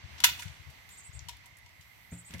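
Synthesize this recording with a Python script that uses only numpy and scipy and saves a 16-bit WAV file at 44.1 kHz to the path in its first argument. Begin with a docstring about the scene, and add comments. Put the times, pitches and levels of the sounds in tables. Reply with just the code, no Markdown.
"""A jammed pistol slide outdoors

Hands force the slide: one loud slam and small steel clicks, made of scraping noise and dying sines.
The hollow grip thumps, then the muzzle knocks a wooden table, which booms and shakes its load.
Scattered taps and smeared noise return the blows from field and walls; a small bird sings gliding sines.
Wind thumps the left microphone port in short rough cycles, over the hush of the field in filtered noise."""
import sys
import numpy as np
from scipy import signal
from scipy.fft import rfft, irfft
from scipy.io import wavfile
from scipy.ndimage import uniform_filter1d

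SR = 44100
rng = np.random.default_rng(int(sys.argv[2]) if len(sys.argv) > 2 else 0)


def volts_from_decibels(level):
    """Turn decibel levels (scalar or array-like) into linear amplitude factors."""
    exponent = np.asarray(level, float) / 20
    return 10 ** exponent


def output_pcm(signal):
    """Save a mono or channel-first signal as 16-bit PCM at the path in sys.argv[1].

    Samples are clipped to [-1, 1] before scaling.
    """
    pcm = np.clip(np.atleast_2d(signal).T, -1, 1) * 32767
    wavfile.write(sys.argv[1], SR, np.round(pcm).astype(np.int16))


N = 105840  # length of the scene in samples

# Colour of the field's hush: f/Hz, relative level per Hz/dB
HUSH_COLOUR = [(40, -18), (75, 0), (130, -9.5), (240, -15), (340, -20.5), (480, -21), (650, -14.5),
               (950, -13.5), (1400, -16.5), (2070, -10.5), (4000, -18), (8300, -26.5), (10500, -28.5),
               (13300, -22), (16300, -39.5)]
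# Balance of the hush between the ports: f/Hz, left over right/dB
HUSH_BALANCE = [(60, 0.5), (400, 3.5), (1300, -4), (4400, -3), (8000, 4.5), (11000, -7.5), (15000, -11.5)]
# How alike the hush is in both ports: f/Hz, likeness (0 = unrelated, 1 = the same)
HUSH_LIKENESS = [(60, .7), (300, 0.66), (700, 0), (1400, 0), (3000, 0.054), (8000, 0.44), (15000, 0.076)]
# Rise and fall of the hush: t/s, relative level of the middle/dB, relative level of the treble/dB
HUSH_SWELL = [(0, 6, -10.5), (.09, 8.5, -2.5), (.12, 8, 0.5), (.3, 12.5, 2), (.55, 5.5, -2.5), (.68, 4, -1),
              (.72, 6, 0.5), (0.871, 3, 0), (0.901, 5, 5.5), (1.041, 2.5, -3), (1.2, 4, -4),
              (1.401, 2, -5.5), (1.65, 0, -6), (1.8, 0, 1.5), (2.001, 1, 3.5), (2.251, 0, -0.5),
              (2.32, 8, 6.5), (2.4, -2, 2.5)]
HUSH_DB, HUSH_LATE_S = -55, 0.0005  # the right port hears the hush later
PORT_HZ, PORT_WIDTH_HZ, PORT_DB = 2065, 260, -59  # narrow hiss, strongest in the right port

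# Wind eddies breaking on the left port: t/s, level/dB, f/Hz, time from the middle to 1/e/s
WIND_EDDIES = [(0.051, -35.5, 80, 0.013), (0.138, -44, 73, 0.038), (0.299, -44, 73.4, 0.037),
               (0.372, -54, 87.5, 0.056), (0.464, -32.5, 90.6, 0.013), (0.5, -39.5, 80, 0.022),
               (0.607, -41, 80, 0.01), (0.684, -40, 79, 0.023), (0.782, -54.5, 65, 0.021),
               (.91, -58, 110, 0.045), (1.094, -40.5, 80, 0.0088), (1.167, -37.5, 72, .025),
               (1.222, -41, 72.3, 0.016), (1.269, -46, 93, 0.025), (1.331, -47, 60.4, 0.035),
               (1.518, -58, 70.8, 0.016), (1.64, -52.5, 69.2, 0.025), (1.8, -52.5, 83.3, 0.015),
               (1.988, -63, 74.8, .03)]
EDDY_ROUGH = 0.5  # share of a second, faster cycle
RUMBLE_DB, RUMBLE_HZ, RUMBLE_WIDTH_HZ = -63, 80, 74
WIND_RIGHT_DB = -20  # right port against left

# Steel on steel: t/s, level/dB, brightest f/Hz, fall-off per octave squared/dB (sign ignored),
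# scrape's time to fall 60 dB/s (held to 0.004-0.3), left over right/dB
STEEL_STRIKES = [(0.18, -41.5, 4000, 8, 0.15, 8), (0.2024, -23, 4970, 1, 0.022, 3.5),
                 (0.2377, -4, 3140, 2.5, 0.013, 4), (.2412, -3.5, 5060, 0, 0.047, 1),
                 (.2430, -2.5, 6000, 3, 0.027, 4), (.2468, -13, 4000, 0, 0.077, -6.5),
                 (0.421, -30, 5800, 16, .03, -4), (0.423, -29, 1770, 21, 0.039, -3.5),
                 (.429, -33.5, 6940, 2, .04, 3), (.481, -36.5, 3800, 7, 0.018, 12.5),
                 (.70, -47, 7250, -4, 0.066, 0), (.889, -43, 8000, -0.5, .06, 0),
                 (1.1918, -30.5, 6200, 25, 0.014, 6), (1.285, -28, 5900, 3, 0.039, 6),
                 (1.293, -30.5, 3850, 2, 0.04, 6.5), (1.367, -49.5, 6930, 2.5, 0.021, -15.5),
                 (1.457, -45, 5000, 2, 0.082, 0), (1.459, -44.5, 13900, 14.5, 0.057, 15),
                 (1.568, -44, 11050, 11.5, .05, 8.5), (1.584, -51.5, 10000, 7.5, .02, -19),
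                 (1.661, -47, 4740, -1.5, 0.034, 9.5), (1.691, -50.5, 9000, 1, 0.024, 4.5),
                 (1.809, -48, 4900, 5.5, 0.12, 3.5), (2.135, -47, 6000, -6, 0.07, 3),
                 (2.306, -47, 1220, 10, 0.03, 0), (2.307, -39.5, 3030, 1, 0.027, 6),
                 (2.337, -34, 4100, 1.5, 0.054, 5), (2.345, -31, 1920, 53, 0.034, -1.5),
                 (2.381, -42.5, 5040, -5, 0.048, 1), (2.393, -37.5, 2970, -0.5, 0.077, 7.5)]
# Ringing of the steel, damped by the hand's grip: f/Hz, relative level/dB, time to fall 60 dB/s
STEEL_MODES = [(1420, -4, .025), (2142, -6, .02), (2523, -4, .025), (2897, -2, .025), (3071, -4, .025),
               (3496, -3, .025), (3996, -8, .02), (4346, -6, .025), (5775, -2, .015), (7250, 0, .013),
               (8936, -8, .012), (11400, -9, .01), (13700, -9, .01)]
# Colour of the scraping noise: f/Hz, relative level per Hz/dB
SCRAPE_COLOUR = [(200, -60), (700, -40), (1150, -22), (1400, -4), (3000, 0), (5000, -4), (8000, -5),
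                 (13000, -8), (16000, -16)]
# Balance of the pistol between the ports: f/Hz, left over right/dB
GUN_BALANCE = [(300, 4.5), (1000, 3), (2000, -2), (3000, -4), (5000, 0.5), (8000, -2), (11000, -12.5),
               (15000, -17.5)]
RING_DB, SCRAPE_DB = -11, -8
RIGHT_LATE_S = 0.00095  # the right port hears the steel later

# Scatter from ground and clutter near by: f/Hz, time to fall 60 dB/s
NEAR_DECAY = [(500, 0.34), (1000, 0.18), (2500, 0.29), (5000, 0.25), (10000, 0.12), (16000, 0.27)]
# Scatter from far off: f/Hz, time to fall 60 dB/s
FAR_DECAY = [(500, 1.2), (2500, 1), (8000, 1), (16000, 0.69)]
# Smeared slaps off walls: delay t/s, level/dB, time to fall 60 dB/s
WALL_SLAPS = [(.047, -27.5, 0.042), (.150, -27.5, .09)]
NEAR_DB, FAR_DB = -7, -25.5

# Thumps of the hollow grip under some of the blows: t/s, level/dB
GRIP_THUMPS = [(.203, -42.5), (.238, -17), (1.284, -34), (1.458, -52.5), (1.66, -51), (2.338, -50)]
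# Notes of the grip's cavity: f/Hz, relative level/dB, time to fall 60 dB/s
GRIP_MODES = [(960.5, 0, 0.062), (1055, -9.5, 0.044), (769, -18, 0.052)]
# Clean returns of the thump off the walls: delay t/s, level/dB
GRIP_RETURNS = [(.045, -15), (.153, -19.5)]
GRIP_RISE_S = 0.0094

# Chirps of the bird: start t/s, length t/s, level/dB, highest f/Hz of the top line before wobble
BIRD_CHIRPS = [(0.895, 0.06, -59, 8580), (0.967, 0.034, -55, 8730), (0.99, .025, -61, 7580),
               (1.03, 0.056, -56, 8910), (1.123, 0.05, -57.5, 8620), (2.105, 0.055, -58, 8620),
               (2.17, 0.039, -55, 8840), (2.244, 0.054, -57, 8810)]
# Lines of one chirp: distance under the top line f/Hz, level/dB
CHIRP_LINES = [(0, -1.5), (900, 0.5), (1800, -14)]
CHIRP_RISE_HZ, CHIRP_FALL_HZ = 1437, 706
CHIRP_TOP = 0.54  # share of the chirp gone by at its highest pitch
WOBBLE_HZ = 110  # typical (rms) size of the wobble
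CHIRP_WET_DB = 4

# Blows of the muzzle on the table: t/s, level/dB, left over right/dB
TABLE_KNOCKS = [(2.118, -35.5, 0), (2.126, -45, -3), (2.298, -48, 3), (2.335, -39, -2.5), (2.344, -38.5, 5),
                (2.39, -51.5, 8)]
# Booming of the wooden top: f/Hz, relative level/dB (varies by blow), time to fall 60 dB/s
TABLE_MODES = [(79, 3.5, 0.1), (118.4, -10.5, 0.38), (174.8, 1.5, 0.28), (199.6, -9.5, 0.15),
               (282, -13, .2), (393, -17.5, 0.12), (544, -15.5, 0.068), (660, -20, 0.076)]
# Colour of the things shaking on the table: f/Hz, relative level per Hz/dB
CLUTTER_COLOUR = [(100, -19), (250, -7), (500, -4.5), (1000, -9), (2500, -6.5), (6000, -44)]
CLUTTER_DB, CLUTTER_T60_S = -21, 0.35


def evened(x):
    """Brings a sound to an rms (average strength) of 1."""
    return x / np.sqrt(np.mean(x ** 2) + 1e-20)


def read(points, hz):
    """Reads a curve between its points, along a logarithmic pitch scale."""
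    f, value = np.transpose(points)
    return np.interp(np.log(hz + 1), np.log(f + 1), value)


def add(mix, s, sound):
    """Lays a sound into the mix at s seconds, cutting what runs past the end."""
    part = mix[..., round(s * SR):round(s * SR) + sound.shape[-1]]
    part += sound[..., :part.shape[-1]]


def sides(db):
    """Splits a left-over-right difference in dB into a gain for each port."""
    return volts_from_decibels(np.array([db / 2, -db / 2]))


def coloured(x, gain_at):
    """Filters along the last axis by a gain given for each frequency."""
    spectrum = rfft(x)
    hz = np.fft.rfftfreq(x.shape[-1], 1 / SR)
    return irfft(spectrum * gain_at(hz), x.shape[-1])


def hush():
    """Distant leaves and traffic: patchy noise whose middle and treble swell apart."""
    frames, hz = N // 256 + 5, np.fft.rfftfreq(1024, 1 / SR)
    a, b, c, d, patches = rng.standard_normal((frames, 513, 5)).T
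    patches = uniform_filter1d(patches, size=12, axis=0)
    patches = evened(uniform_filter1d(patches, size=10, axis=1))
    t = np.arange(frames) * 256 / SR - 512 / SR
    s, middle, treble = np.transpose(HUSH_SWELL)
    # the treble's swell takes over between 6 and 12 kHz
    share = np.clip(np.log2(hz / 6000 + 1e-9), 0, 1)[:, None]
    swell = (1 - share) * np.interp(t, s, middle) + share * np.interp(t, s, treble)
    same = np.clip(read(HUSH_LIKENESS, hz), -1, 1)[:, None]
    left = a + 1j * b
    right = same * left + np.sqrt(1 - same ** 2) * (c + 1j * d)
    z = np.array([left, right])
    gain = volts_from_decibels(read(HUSH_COLOUR, hz)) * sides(read(HUSH_BALANCE, hz))
    z *= gain[:, :, None] * volts_from_decibels(0.85 * patches + swell)
    z[1] *= np.exp(-2j * np.pi * hz * HUSH_LATE_S)[:, None]  # turning phases delays the right port
    noise = signal.istft(z, nperseg=1024, noverlap=768)[1][:, :N]
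    return volts_from_decibels(HUSH_DB) * evened(noise)


def port_hiss():
    """A narrow band of noise heard almost only on the right."""
    noise = rng.standard_normal(N)
    band = coloured(noise, lambda f: 1 / (1 + ((f - PORT_HZ) * 2 / PORT_WIDTH_HZ) ** 2))
    return volts_from_decibels(PORT_DB) * evened(band) * volts_from_decibels(np.array([[-25], [0]]))


def wind():
    """Eddies thump the left port with a few rough cycles each, over a faint rumble of low noise."""
    t = np.arange(-4096, 4096) / SR
    noise = rng.standard_normal(N)
    rumble = coloured(noise, lambda f: f / (1 + ((f - RUMBLE_HZ) * 2 / RUMBLE_WIDTH_HZ) ** 2) ** 2)
    left = volts_from_decibels(RUMBLE_DB) * evened(rumble)
    for s, db, hz, half in WIND_EDDIES:
        turn = 2 * np.pi * rng.random(2)
        cycles = np.sin(2 * np.pi * hz * t + turn[0])
        cycles = cycles + EDDY_ROUGH * np.sin(2 * np.pi * 1.7 * hz * t + turn[1])
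        thump = volts_from_decibels(db) * np.exp(-(t / half) ** 2) * cycles
        skip = max(4096 - round(s * SR), 0)  # leave out what falls before the start
        add(left, s - (4096 - skip) / SR, thump[skip:])
    return left * volts_from_decibels(np.array([[0], [WIND_RIGHT_DB]]))


def ring(modes, t, spread_db, colour):
    """Dying sines of struck steel; every blow and port hears each one a little differently."""
    hz, db, t60 = np.transpose(modes)[:, :, None]
    luck = rng.standard_normal((2, 2, len(modes), 1))  # for level and phase, in two ports
    balance = read(GUN_BALANCE, hz) * np.array([.5, -.5])[:, None, None]
    level = db + spread_db * luck[0] + colour(hz) + balance
    phase = luck[1] * np.log2(hz / 700)
    return (volts_from_decibels(level - 60 * t / t60) * np.sin(2 * np.pi * hz * t + phase)).sum(1)


def strike(s, db, top_hz, fall_db, scrape_t60, pan_db):
    """Steel hits steel: a burst of scraping noise and dying sines, brightened around top_hz."""
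    t = np.arange(8192) / SR

    def colour(f):
        return -abs(fall_db) * np.log2((f + 1) / top_hz) ** 2

    def scrape_gain(f):
        return volts_from_decibels(read(SCRAPE_COLOUR, f) + colour(f)) * sides(read(GUN_BALANCE, f))

    noise = evened(coloured(rng.standard_normal((2, len(t))), scrape_gain))
    scrape = volts_from_decibels(SCRAPE_DB - 60 * t / np.clip(scrape_t60, .004, .3)) * noise
    steel = volts_from_decibels(RING_DB) * ring(STEEL_MODES, t, 1.24, colour)
    both = (scrape + steel) * np.minimum(t / 0.00088, 1)  # rises within a millisecond
    both[1] = np.interp(t - RIGHT_LATE_S, t, both[1], left=0)
    return s, volts_from_decibels(db) * sides(pan_db)[:, None] * both


def scatter(decay, start_s):
    """Sparse echoes of random sign, each band dying at its own speed, other echoes per port."""
    taps = np.zeros((2, SR))
    at = np.arange(round(start_s * SR), SR - 20, 20)
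    at = at + rng.integers(0, 20, (2, len(at)))
    np.put_along_axis(taps, at, rng.choice([-1., 1.], at.shape), 1)
    hz, t, z = signal.stft(taps, SR, nperseg=256)
    fading = volts_from_decibels(-60 * t / read(decay, hz)[:, None])
    tail = signal.istft(z * fading, SR, nperseg=256)[1]
    return tail[:, :SR] / np.linalg.norm(tail[0])


def space():
    """Echoes of ground and clutter near by, far scatter, and slaps off walls smeared into noise."""
    out = volts_from_decibels(NEAR_DB) * scatter(NEAR_DECAY, .004) + volts_from_decibels(FAR_DB) * scatter(FAR_DECAY, 0.038)
    t = np.arange(4096) / SR
    for delay, db, t60 in WALL_SLAPS:
        slap = rng.standard_normal((2, len(t))) * volts_from_decibels(-60 * t / t60)
        add(out, delay, volts_from_decibels(db) * slap / np.linalg.norm(slap[0]))
    return out


def grip():
    """The grip's cavity sounds a short hollow note of dying sines, and the walls return it."""
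    t, out = np.arange(8192) / SR, np.zeros(N)
    hz, mode_db, t60 = np.transpose(GRIP_MODES)[:, :, None]
    note = (volts_from_decibels(mode_db - 60 * t / t60) * np.sin(2 * np.pi * hz * t)).sum(0)
    note = note * np.sin(np.pi / 2 * np.minimum(t / GRIP_RISE_S, 1)) ** 2
    for s, db in GRIP_THUMPS:
        add(out, s, volts_from_decibels(db) * note)
        for delay, echo_db in GRIP_RETURNS:
            add(out, s + delay, volts_from_decibels(db + echo_db) * note)
    return out * sides(3.3)[:, None]  # a little louder on the left


def chirp(s, length, db, top_hz):
    """The bird's voice: three unsteady sines climb to a rounded top and drop away."""
    t = np.arange(0, length, 1 / SR)
    u = t / length - CHIRP_TOP
    rise = CHIRP_RISE_HZ * (u / CHIRP_TOP) ** 2
    fall = CHIRP_FALL_HZ * (u / (1 - CHIRP_TOP)) ** 2
    hz = top_hz - np.where(u < 0, rise, fall)
    wobble = uniform_filter1d(rng.standard_normal((len(CHIRP_LINES), 4096)), size=40)[:, :len(t)]
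    lines = np.zeros(len(t))
    for (under, line_db), w in zip(CHIRP_LINES, wobble):
        line_hz = hz - under + WOBBLE_HZ * evened(w)
        lines += volts_from_decibels(line_db) * np.sin(2 * np.pi * np.cumsum(line_hz) / SR)
    return s, volts_from_decibels(db) * np.sin(np.pi * t / length) ** 0.56 * lines


def bird():
    """Chirps with a short scatter off leaves, reaching the right port slightly later."""
    song = np.zeros(N)
    for row in BIRD_CHIRPS:
        add(song, *chirp(*row))
    leaves = scatter([(5000, .1), (10000, .08)], .002)[:, :8192]  # f/Hz, time to fall 60 dB/s
    both = song + volts_from_decibels(CHIRP_WET_DB) * signal.fftconvolve(song[None], leaves, axes=1)[:, :N]
    both[1] = np.roll(both[1], 25)  # delay in samples
    return both


def knock(s, db, pan_db):
    """A soft blow sets the wood booming in dying sines and its load shaking in noise."""
    t = np.arange(SR // 2) / SR
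    hz, mode_db, t60 = np.transpose(TABLE_MODES)[:, :, None]
    mode_db = mode_db + rng.standard_normal(hz.shape)
    boom = (volts_from_decibels(mode_db - 60 * t / t60) * np.sin(2 * np.pi * hz * t)).sum(0)
    noise = rng.standard_normal(len(t))
    shake = evened(coloured(noise, lambda f: volts_from_decibels(read(CLUTTER_COLOUR, f))))
    blow = boom + volts_from_decibels(CLUTTER_DB - 60 * t / CLUTTER_T60_S) * shake
    blow = blow * np.sin(np.pi / 2 * np.minimum(t / .006, 1)) ** 2  # soft start over 6 ms
    return s, volts_from_decibels(db) * sides(pan_db)[:, None] * blow


def scene():
    """Adds up hush, hiss, wind, steel with its echoes, grip, bird and table."""
    gun, table = np.zeros((2, N)), np.zeros((2, N))
    for row in STEEL_STRIKES:
        add(gun, *strike(*row))
    for row in TABLE_KNOCKS:
        add(table, *knock(*row))
    echoes = signal.fftconvolve(gun, space(), axes=1)[:, :N]
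    return hush() + port_hiss() + wind() + gun + echoes + grip() + bird() + table


def band_limit(x):
    """A steep low-pass at the top of the band."""
    return signal.sosfilt(signal.butter(12, 16460, fs=SR, output="sos"), x)


def record(dry):
    """The microphones cut the deep bass, then a steep filter takes off the highest treble."""
    bass_cut = signal.butter(2, 38, "highpass", fs=SR, output="sos")  # Hz
    x = signal.sosfilt(bass_cut, dry)
    treble_cut = signal.firwin(511, 16300, window=("kaiser", 9), fs=SR)  # edge in Hz
    mix = signal.oaconvolve(x, treble_cut[None], "same")
    return band_limit(mix)


dry = scene()
out = record(dry)
output_pcm(out)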